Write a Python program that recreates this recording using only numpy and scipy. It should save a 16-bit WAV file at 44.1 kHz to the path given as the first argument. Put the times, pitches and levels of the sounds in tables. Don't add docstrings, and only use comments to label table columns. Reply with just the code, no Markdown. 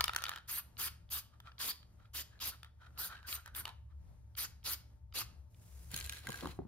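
import sys
import numpy as np
from scipy import signal
from scipy.fft import rfft, irfft, next_fast_len
from scipy.io import wavfile
from scipy.ndimage import uniform_filter1d, map_coordinates

SR = 44100
rng = np.random.default_rng(int(sys.argv[2]) if len(sys.argv) > 2 else 0)


def unload_wav(signal):
    wavfile.write(
        sys.argv[1],
        SR,
        np.round(np.clip(np.atleast_2d(signal).T, -1, 1) * 32767).astype(np.int16),
    )


N = 294386


def amp(db):
    return 10 ** (np.asarray(db) / 20)


def unit(x):
    return x / np.sqrt(np.mean(x ** 2) + 1e-20)


def along(points, hz):
    f, v = np.transpose(points)
    return np.interp(np.log(hz + 1), np.log(f + 1), v)


def gate(table):
    return amp(np.interp(np.arange(N) / SR, *np.transpose(table), -200, -200))


def wobble(knots_per_s):
    knots = rng.standard_normal(int(N * knots_per_s / SR) + 4)
    return map_coordinates(knots, [np.arange(N) * knots_per_s / SR])


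def filtered(x, response):
    m = next_fast_len(N + SR // 2)
    return irfft(rfft(x, m) * response(np.fft.rfftfreq(m, 1 / SR)), m)[..., :N]


def ports(pair, alike):
    def mid_side_gains(hz):
        turn = np.arccos(np.clip(along(alike, hz), -1, 1)) / 2
        return np.array([np.cos(turn), np.sin(turn)])

    mid, side = filtered(pair, mid_side_gains)
    return np.array([mid + side, mid - side])


def rush(gain, rough_db, knots_per_s, patchy_db=1.0):
    z = signal.stft(rng.standard_normal((2, N)), nperseg=256)[2]
    patches = uniform_filter1d(rng.standard_normal(z.shape[1:]), size=5, axis=0)
    patches = uniform_filter1d(patches, size=8, axis=1)
    pair = signal.istft(z * amp(patchy_db * unit(patches)), nperseg=256)[1][:, :N]
    return unit(amp(rough_db * wobble(knots_per_s)) * filtered(pair, gain))


def bursts(count, low_hz, high_hz, samples):
    band = signal.butter(4, (low_hz, high_hz), "bandpass", fs=SR, output="sos")
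    return unit(signal.sosfilt(band, rng.standard_normal((count, 2, samples))))


def blows(events, modes, mid_hz, top_hz, rise_cycles, crack_db, crack_t60, crack_hz, thud_db, drift):
    out, t = np.zeros((2, N + SR)), np.arange(SR // 12) / SR
    hz, level, t60 = np.transpose(modes)[:, :, None]
    draws = rng.standard_normal((len(events), 3, len(modes), 1))
    thuds = bursts(len(events), mid_hz, top_hz, len(t))
    cracks = bursts(len(events), top_hz, min(crack_hz, SR / 2.5), len(t))
    detune_scale = np.where(hz > mid_hz, .06, drift)
    for event, (strength, detune, sign), thud, crack in zip(events, draws, thuds, cracks):
        s, db, favoured_hz, mid_db, top_db = event
        nearness_db = -14 * abs(np.log2(hz / favoured_hz))
        tilt_db = np.where(hz > top_hz, top_db, np.where(hz > mid_hz, mid_db, nearness_db))
        gain = amp(level + 2.5 * strength + tilt_db - 60 * t / t60)
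        gain *= 1 - np.exp(-t * hz / rise_cycles)
        ring = gain * np.exp(2j * np.pi * hz * (1 + detune_scale * detune) * t)
        pair = np.array([ring.imag.sum(axis=0), (np.sign(sign) * ring.real).sum(axis=0)])
        noise = amp(mid_db + thud_db) * thud + amp(top_db + crack_db) * crack
        pair += amp(-60 * t / crack_t60) * noise * (1 - np.exp(-t / 0.00044))
        out[:, round(s * SR):][:, :len(t)] += amp(db) * pair
    return out[:, :N]


def taps(spans, levels, pitch_hz, mid_db, top_db):
    scatter_db, rows = 2, []
    for (start, end, rate), (first_db, db_per_s) in zip(spans, levels):
        draws = rng.standard_normal((40, 5))
        s = start + (np.arange(len(draws)) + .5 + .15 * draws[:, 0]) / rate
        level = first_db + db_per_s * (s - start) + scatter_db * draws[:, 1]
        mid = mid_db + scatter_db * draws[:, 2]
        top = top_db + scatter_db * draws[:, 3]
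        pitch = pitch_hz * np.exp(.1 * draws[:, 4])
        rows += [row for row in zip(s, level, pitch, mid, top) if row[0] < end]
    return rows


def rolling(gain, modes, widen, tilt_db_per_octave, rough_db):
    ticks = rng.standard_normal((2, N)) * amp(rough_db * wobble(140))

    def contact(f):
        wall = 0
        for mode_hz, db, t60 in modes:
            width_hz = widen * np.log(1000) / (np.pi * t60)
            wall = wall + amp(db) * 1j * f * width_hz / (mode_hz ** 2 - f * f + 1j * f * width_hz)
        return wall * amp(tilt_db_per_octave * np.log2(1 + f / modes[0][0]))

    return gain * unit(filtered(ticks, contact))


# (f/Hz, level/dB, t60/s)
CAN_MODES = [(996, -8, 0.02), (1325, -3, .017), (1517, -3.5, 0.0089), (1770, -3, 0.014), (2400, -5.5, .013),
             (3120, -1.5, .013), (3750, -2.5, .013), (4440, -6, 0.012), (5460, -8.5, .011),
             (6400, -8, 0.011), (8440, -6.5, 0.011), (10500, -9.5, .008), (12900, -23, .008)]


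def strike_can(events):
    return blows(events, CAN_MODES, mid_hz=2130, top_hz=5000, rise_cycles=0.68, crack_db=-2,
                 crack_t60=.011, crack_hz=15400, thud_db=-1.5, drift=.05)


# (t/s, level/dB, favoured f/Hz, middle modes/dB, top and crack/dB)
BALL_BLOWS = [(0.008, -12, 1090, -7, -12), (0.041, -24.5, 1160, 4, 2), (0.046, -34, 1310, -13, -14),
              (0.057, -35, 1290, -19, -3), (0.08, -24.5, 1400, -4, -8.5), (0.094, -20.5, 1210, -12, -24),
              (0.134, -30.5, 1320, -6, -11), (0.148, -28, 1750, -12, -11.5), (0.162, -20, 1250, -6.5, -3),
              (0.181, -30, 1740, -23, -16), (0.186, -34, 1330, -3, -7), (0.221, -34.5, 1370, -8, -3.5),
              (0.239, -26.5, 1630, -2.5, -2.5), (0.254, -35, 1390, 3, -11.5), (0.265, -37, 1450, 2.5, -9.5),
              (0.283, -36, 1360, -1, -6), (0.293, -23.5, 1580, -7, -6.5), (0.316, -30.5, 1470, -9, -21.5),
              (0.336, -35.5, 1490, -5.5, -18.5), (0.36, -35.5, 1420, -4.5, -6),
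              (0.375, -38.5, 1420, -5, -17.5), (1.402, -42, 1280, -9, -12), (1.472, -51.5, 1260, 1, -21),
              (1.518, -51, 1660, -2, -37), (1.829, -50, 1250, -3.5, -17), (1.999, -61.5, 1310, -3.5, -26),
              (2.056, -61.5, 1380, 2.5, -20), (2.631, -39, 1310, -4.5, -10.5), (2.646, -43, 1330, -9, -10),
              (2.906, -57, 1600, -19.5, -24), (3.168, -60, 1490, 8, -8), (3.177, -64, 1500, 10, -10),
              (3.19, -65, 1500, 8, -10), (3.229, -47.5, 1470, -8.5, -14), (3.327, -42, 1220, 11.5, 3),
              (3.46, -38.5, 1580, -11, -6), (3.477, -41, 1630, -19, -12), (3.654, -26.5, 950, -6.5, -10.5),
              (3.678, -31, 930, -11, -14.5), (3.691, -41, 912, -2.5, -9), (5.545, -65.5, 902, 4, -4.5)]
# (from t/s, to t/s, rate/(taps/s))
SETTLING_SPANS = [(.195, .398, 50)]
# (first level/dB, change/(dB/s))
SETTLING_LEVELS = [(-41.5, -30)]


def ball_clicks():
    settling = taps(SETTLING_SPANS, SETTLING_LEVELS, pitch_hz=1420, mid_db=-6, top_db=-16)
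    return strike_can(BALL_BLOWS + settling)


# (t/s, length/s, level/dB, first f/Hz, last f/Hz)
SLIDES = [(0, .01, -45, 1250, 1260), (.12, .03, -58, 1300, 1320), (.19, .05, -50.5, 1345, 1370),
          (.27, 0.0098, -47.5, 1380, 1390), (.31, .075, -52, 1395, 1420), (1.34, .005, -65, 1230, 1235),
          (1.47, .01, -52.5, 1290, 1300), (2.003, 0.0582, -69.5, 1266, 1330),
          (2.32, .05, -67.5, 1600, 1700), (2.53, 0.0039, -54.5, 1300, 1298), (2.66, 0.004, -64, 1300, 1310),
          (2.82, .05, -60.5, 1480, 1404), (2.99, 0.064, -50, 1335, 1518), (3.105, .05, -50, 1340, 1520),
          (3.19, .01, -63.5, 1640, 1660), (3.25, .01, -56, 1530, 1515), (3.33, .06, -55.5, 1250, 1400),
          (3.47, .015, -56.5, 1531, 1500), (3.559, .05, -55, 1550, 1506), (3.668, .03, -52, 930, 933),
          (3.91, 0.012, -72, 1140, 1150)]


def sliding():
    rise_db_per_s, fall_db_per_s = 649, 550
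    t, gain = np.arange(N) / SR, 0
    for s, length, db, *_ in SLIDES:
        before, after = np.maximum(s - t, 0), np.maximum(t - s - length, 0)
        gain = gain + amp(db - rise_db_per_s * before - fall_db_per_s * after)
    return gain


def gliding(width_hz):
    points = []
    for s, length, _, first_hz, last_hz in SLIDES:
        points += [(s, first_hz), (s + length, last_hz)]
    s, pitch_hz = np.transpose(points)
    phase = 2 * np.pi * np.cumsum(np.interp(np.arange(N) / SR, s, pitch_hz)) / SR
    a, b = filtered(rng.standard_normal((2, 2, N)), lambda f: 1 / (1 + (2 * f / width_hz) ** 2))
    return unit(a * np.cos(phase) + b * np.sin(phase))


def ball_slides():
    wall = rolling(1, CAN_MODES[:7], widen=1.6, tilt_db_per_octave=-4, rough_db=2.5)
    return sliding() * (amp(-5.5) * wall + amp(-3.5) * gliding(width_hz=260))


# (f/Hz, width/Hz, level/dB)
DRONE_BANDS = [(44.7, 6.7, -11), (69.3, 15, 0.5), (101, 14, -11.5), (114.2, 7.7, -6), (165, 8.3, -16)]
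# (t/s, level/dB)
DRONE_LEVEL = [(0.0, -53.5), (0.2, -60.5), (1.11, -58), (1.47, -62.5), (2.0, -59.5), (2.69, -58.5),
               (4.03, -55.5), (4.61, -56), (4.91, -57), (5.3, -54), (5.62, -58), (5.97, -51), (6.19, -55),
               (6.68, -50.5)]
# (f/Hz, level/dB)
WHINE = [(599, -90), (897, -89.5)]


def fan():
    def bands(f):
        return sum(amp(db) / (1 + (2 * (f - c) / width) ** 2) for c, width, db in DRONE_BANDS)

    t, tones = np.arange(N) / SR, 0
    for hz, db in WHINE:
        tones = tones + amp(db + 3.5 + 0.83 * wobble(3.8)) * np.sin(2 * np.pi * hz * t)
    return gate(DRONE_LEVEL) * rush(bands, rough_db=1, knots_per_s=2, patchy_db=.5) + tones


# (f/Hz, relative density/dB)
AIR = [(120, 2.5), (200, -3.5), (350, -14), (800, -15), (1400, -22), (3000, -30.5), (7500, -29.5),
       (12000, -36), (14300, -36), (15000, -44.5), (15700, -66)]


def still_air():
    return amp(-69.5) * rush(lambda hz: amp(along(AIR, hz)) * (hz > 60), rough_db=-3.1, knots_per_s=7.1)


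# (valve opens t/s, shuts t/s, jet open level/dB, jet end level/dB, droplets/dB, breathy bottom/dB)
PUFFS = [(0.473, 0.59, -42, -40.5, -48.5, -52), (.774, 0.873, -40, -37.5, -44.5, -49),
         (1.099, 1.187, -39.5, -39.5, -45, -53.5), (1.584, 1.706, -43, -39, -41, -49),
         (2.131, 2.209, -43, -42, -44, -51.5), (2.397, 2.49, -47.5, -37.5, -42, -53),
         (2.972, 3.072, -43.5, -41.5, -48, -70), (3.261, 3.354, -46.5, -41.5, -47.5, -54),
         (3.541, 3.604, -42.5, -41, -53.5, -53), (4.362, 4.444, -39.5, -42.5, -43.5, -51),
         (4.637, 4.734, -43, -38, -41.5, -51), (5.135, 5.21, -43, -39, -39, -49.5)]


def flow(levels, late_s=0):
    opening_s, opening_power, fall_db_per_s = 0.024, 1.4, 1000
    gain, t = np.zeros(N), np.arange(SR // 3) / SR
    for (start, shut, *_), (first_db, last_db) in zip(PUFFS, levels):
        length = shut - start
        hold_db = np.interp(t, [opening_s, length], [first_db, last_db])
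        hold_db -= fall_db_per_s * np.maximum(t - length - late_s, 0)
        opening = np.minimum(t / opening_s, 1) ** opening_power
        gain[round(start * SR):][:len(t)] += opening * amp(hold_db)
    return gain


# (f/Hz, relative density/dB)
JET = [(5000, -17.5), (6500, -20), (8500, 0), (10500, -3.5), (12000, 0.5), (14000, 3), (15800, -9)]
# (f/Hz, relative density/dB)
DROPLETS = [(2000, -9), (2800, 1.5), (3700, 4.5), (4200, 5.5), (4900, 7.5), (5500, 0), (6000, 2),
            (7000, 2.5), (8500, -15.5)]
# (f/Hz, relative density/dB)
BOTTOM = [(120, -27), (250, -9), (600, -20), (1000, -0.5), (1300, 2), (2200, -2.5), (3200, -5.5),
          (5000, -43)]


def spray():
    drain_s = 0.0086
    rows = np.array(PUFFS)
    jet = rush(lambda hz: amp(along(JET, hz)), rough_db=1.26, knots_per_s=240, patchy_db=3.0)
    droplets = rush(lambda hz: amp(along(DROPLETS, hz)), rough_db=0.5, knots_per_s=70, patchy_db=3.0)
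    bottom = rush(lambda hz: amp(along(BOTTOM, hz)), rough_db=1.0, knots_per_s=59, patchy_db=3.0)
    out = flow(rows[:, 2:4]) * jet
    out += flow(rows[:, 4:5] + [0, -2], drain_s) * droplets
    return out + flow(rows[:, 5:6] + np.zeros(2), drain_s) * bottom


# (t/s, level/dB, top and crack/dB)
BUTTON = [(0.769, -53.5, -19), (1.091, -65.5, -21), (1.582, -53, -20), (2.145, -53, -4), (2.391, -62.5, -9),
          (2.402, -49, -13.5), (2.976, -52, -20), (3.269, -58.5, 2), (3.549, -46.5, 2),
          (4.352, -56.5, -23.5), (4.63, -64, -22), (4.646, -53, -3), (5.125, -57.5, -21)]


def button():
    pitch_hz, mid_db = 1500, 6
    return strike_can([(s, db, pitch_hz, mid_db, top_db) for s, db, top_db in BUTTON])


# (t/s, level/dB)
SLEEVE_LEVEL = [(5.5, -83), (5.626, -67.5), (5.9, -63), (5.96, -54), (6.092, -60.5), (6.138, -58),
                (6.306, -78), (6.37, -60), (6.504, -69.5), (6.58, -73.5)]
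# (f/Hz, relative density/dB)
CLOTH = [(500, 3), (1500, -2.5), (4000, -5), (7500, 2), (11000, -2), (15500, -7.5)]


def sleeve():
    return gate(SLEEVE_LEVEL) * rush(lambda hz: amp(along(CLOTH, hz)), rough_db=1.5, knots_per_s=200)


# (t/s, level/dB, favoured f/Hz, middle modes/dB, top and crack/dB)
SECOND_BALL_BLOWS = [(5.915, -52, 1540, -13, 5.5), (5.9424, -40, 1640, 3.5, 3),
                     (5.9628, -39.5, 2050, -3, 5), (5.9754, -51, 1660, 8, 13.5),
                     (5.9878, -45.5, 1640, 0, 1), (6.0004, -50, 1660, 0, 10.5), (6.0467, -52.5, 1950, 6, 7),
                     (6.0614, -50, 2100, 1, 7), (6.095, -41.5, 1470, 5, 2), (6.1235, -39.5, 1660, -3, -4),
                     (6.1334, -45, 1560, -4, -4), (6.2701, -33, 1580, -14.5, -10.5),
                     (6.2889, -43.5, 1400, -2, 0.5), (6.3034, -44, 1600, -3, -1.5),
                     (6.3195, -37.5, 1600, -11, -10.5), (6.3284, -45.5, 1524, -5, -4),
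                     (6.3425, -34, 1600, -17, -15), (6.3879, -47, 1660, -10, -18),
                     (6.4078, -47.5, 1620, 3, -5.5)]
# (f/Hz, level/dB, t60/s)
SECOND_CAN_MODES = [(1613, -2, 0.045), (2015, 1, 0.013), (2525, 0, 0.013), (3140, 1, 0.014),
                    (4000, 4, 0.016), (5200, -16, 0.0091), (6800, -1.5, 0.024), (9120, -2, 0.021),
                    (9360, -8, 0.016), (13320, -10.5, 0.0053)]
# (t/s, level/dB)
SECOND_ROLL_LEVEL = [(5.89, -89), (5.915, -53.5), (5.995, -49.5), (6.035, -62.5), (6.18, -56),
                     (6.22, -60.5), (6.285, -57), (6.44, -58), (6.52, -56.5), (6.56, -87)]
# (from t/s, to t/s, rate/(taps/s))
CLATTER_SPANS = [(5.9, 5.94, 100), (6.006, 6.085, 70), (6.14, 6.195, 150), (6.35, 6.48, 70)]
# (first level/dB, change/(dB/s))
CLATTER_LEVELS = [(-66, 87), (-50, -32), (-54, -22), (-52, -36)]


def second_can():
    clatter = taps(CLATTER_SPANS, CLATTER_LEVELS, pitch_hz=1720, mid_db=-0.5, top_db=-0.5)
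    rattle = blows(SECOND_BALL_BLOWS + clatter, SECOND_CAN_MODES, mid_hz=2100, top_hz=5810, rise_cycles=0.57,
                   crack_db=2, crack_t60=0.014, crack_hz=15400, thud_db=2.5, drift=0.018)
    roll = rolling(gate(SECOND_ROLL_LEVEL), SECOND_CAN_MODES, widen=4.2, tilt_db_per_octave=-1.5, rough_db=2.0)
    return rattle + roll


# (t/s, level/dB, favoured f/Hz, middle modes/dB, top and crack/dB)
BUMPS = [(5.937, -37, 156, -11, -23), (6.265, -42.5, 196, -24, -15), (6.285, -35.5, 146, -8.5, -4),
         (6.294, -33.5, 153, -6, 2), (6.426, -41.5, 280, -0.5, 0), (6.434, -35.5, 244, -20, -2),
         (6.446, -35, 293, -4, -2.5), (6.457, -32.5, 275, -22, 4), (6.471, -41, 231, 3, 4),
         (6.492, -36, 156, -17, -19), (6.59, -29, 287, -9.5, -41), (6.602, -37, 291, -10, -30),
         (6.618, -38.5, 166, -10, -30), (6.651, -39.5, 185, -15, -27)]
# (f/Hz, level/dB, t60/s)
BENCH_MODES = [(157, -5.5, 0.084), (217, 2, 0.0426), (272, -4, 0.059), (348, 1, 0.05), (492, 1.5, .02),
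               (760, 3, 0.013), (1063, -1, 0.012), (1210, -18, 0.014)]
# (t/s, level/dB)
DRAG_LEVEL = [(6.24, -62), (6.38, -60.5), (6.476, -56), (6.58, -76.5), (6.675, -76)]


def wooden_part():
    bumps = blows(BUMPS, BENCH_MODES, mid_hz=450, top_hz=900, rise_cycles=0.37, crack_db=-10.5,
                  crack_t60=0.015, crack_hz=1500, thud_db=-7, drift=.05)
    return bumps + rolling(gate(DRAG_LEVEL), BENCH_MODES[3:], widen=1.5, tilt_db_per_octave=-2.5, rough_db=3)


# (f/Hz, t60/s)
SHOP_DECAY = [(200, 0.41), (2000, 0.38), (6000, .32), (10000, .24), (14000, 0.19)]


def shop(x):
    out, step = np.zeros((2, N + SR)), SR // 8
    delay = 200
    for start in range(0, N, step):
        hz, t, z = signal.stft(rng.standard_normal((2, SR // 2)), SR, nperseg=256)
        decay = amp(-60 * t / along(SHOP_DECAY, hz)[:, None])
        tail = signal.istft(z * decay, SR, nperseg=256)[1]
        tail /= np.linalg.norm(tail[0])
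        answer = signal.fftconvolve(x[None, start:start + step], tail, axes=1)
        out[:, start + delay:][:, :answer.shape[1]] += answer
    return out[:, :N]


# (f/Hz, likeness)
AIR_ALIKE = [(100, 0.92), (300, 0.41), (700, .2), (4000, .2), (7000, 0.95), (11000, 1), (15000, .7)]
# (f/Hz, likeness)
NEAR_ALIKE = [(300, 0.52), (1000, 0.18), (3000, 0.74), (5800, 0.22), (7400, 0.71), (9500, 0.99), (11000, 1),
              (13000, 1), (15000, 0.38)]
# (f/Hz, likeness)
HIT_ALIKE = [(200, 0.67), (500, 0.6), (1300, 0.69), (3000, 0.4), (5800, 0.25), (7400, 0.18), (9500, 0.66),
             (11000, 1), (15000, 0.69)]


def scene():
    hits = ball_clicks() + ball_slides() + button() + second_can()
    background = fan() + still_air()
    hiss = spray() + sleeve()
    wood = wooden_part()
    walls = shop(amp(-14.0) * hiss[0] + amp(-14.5) * hits[0] + amp(-14.0) * wood[0])
    near = ports(hiss + walls, NEAR_ALIKE) + ports(hits + wood, HIT_ALIKE)
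    return near + ports(background, AIR_ALIKE) * amp([[.8], [-.8]])


# (f/Hz, phase/rad)
LEAD = [(100, 0.11), (1000, 0.55), (2000, 1.2), (4000, 1.57), (7200, 2.82), (9600, 4.9), (11400, 6.25),
        (13100, 6.3), (14800, 7.6)]


def record(dry):
    limit_hz, edge_hz = 15800, 400

    def response(hz):
        edge = np.sin(np.pi / 2 * np.clip((limit_hz - hz) / edge_hz + .5, 0, 1)) ** 2
        return np.exp([[.5j], [-.5j]] * along(LEAD, hz)) * edge

    return filtered(dry, response)


dry = scene()
out = record(dry)
unload_wav(out)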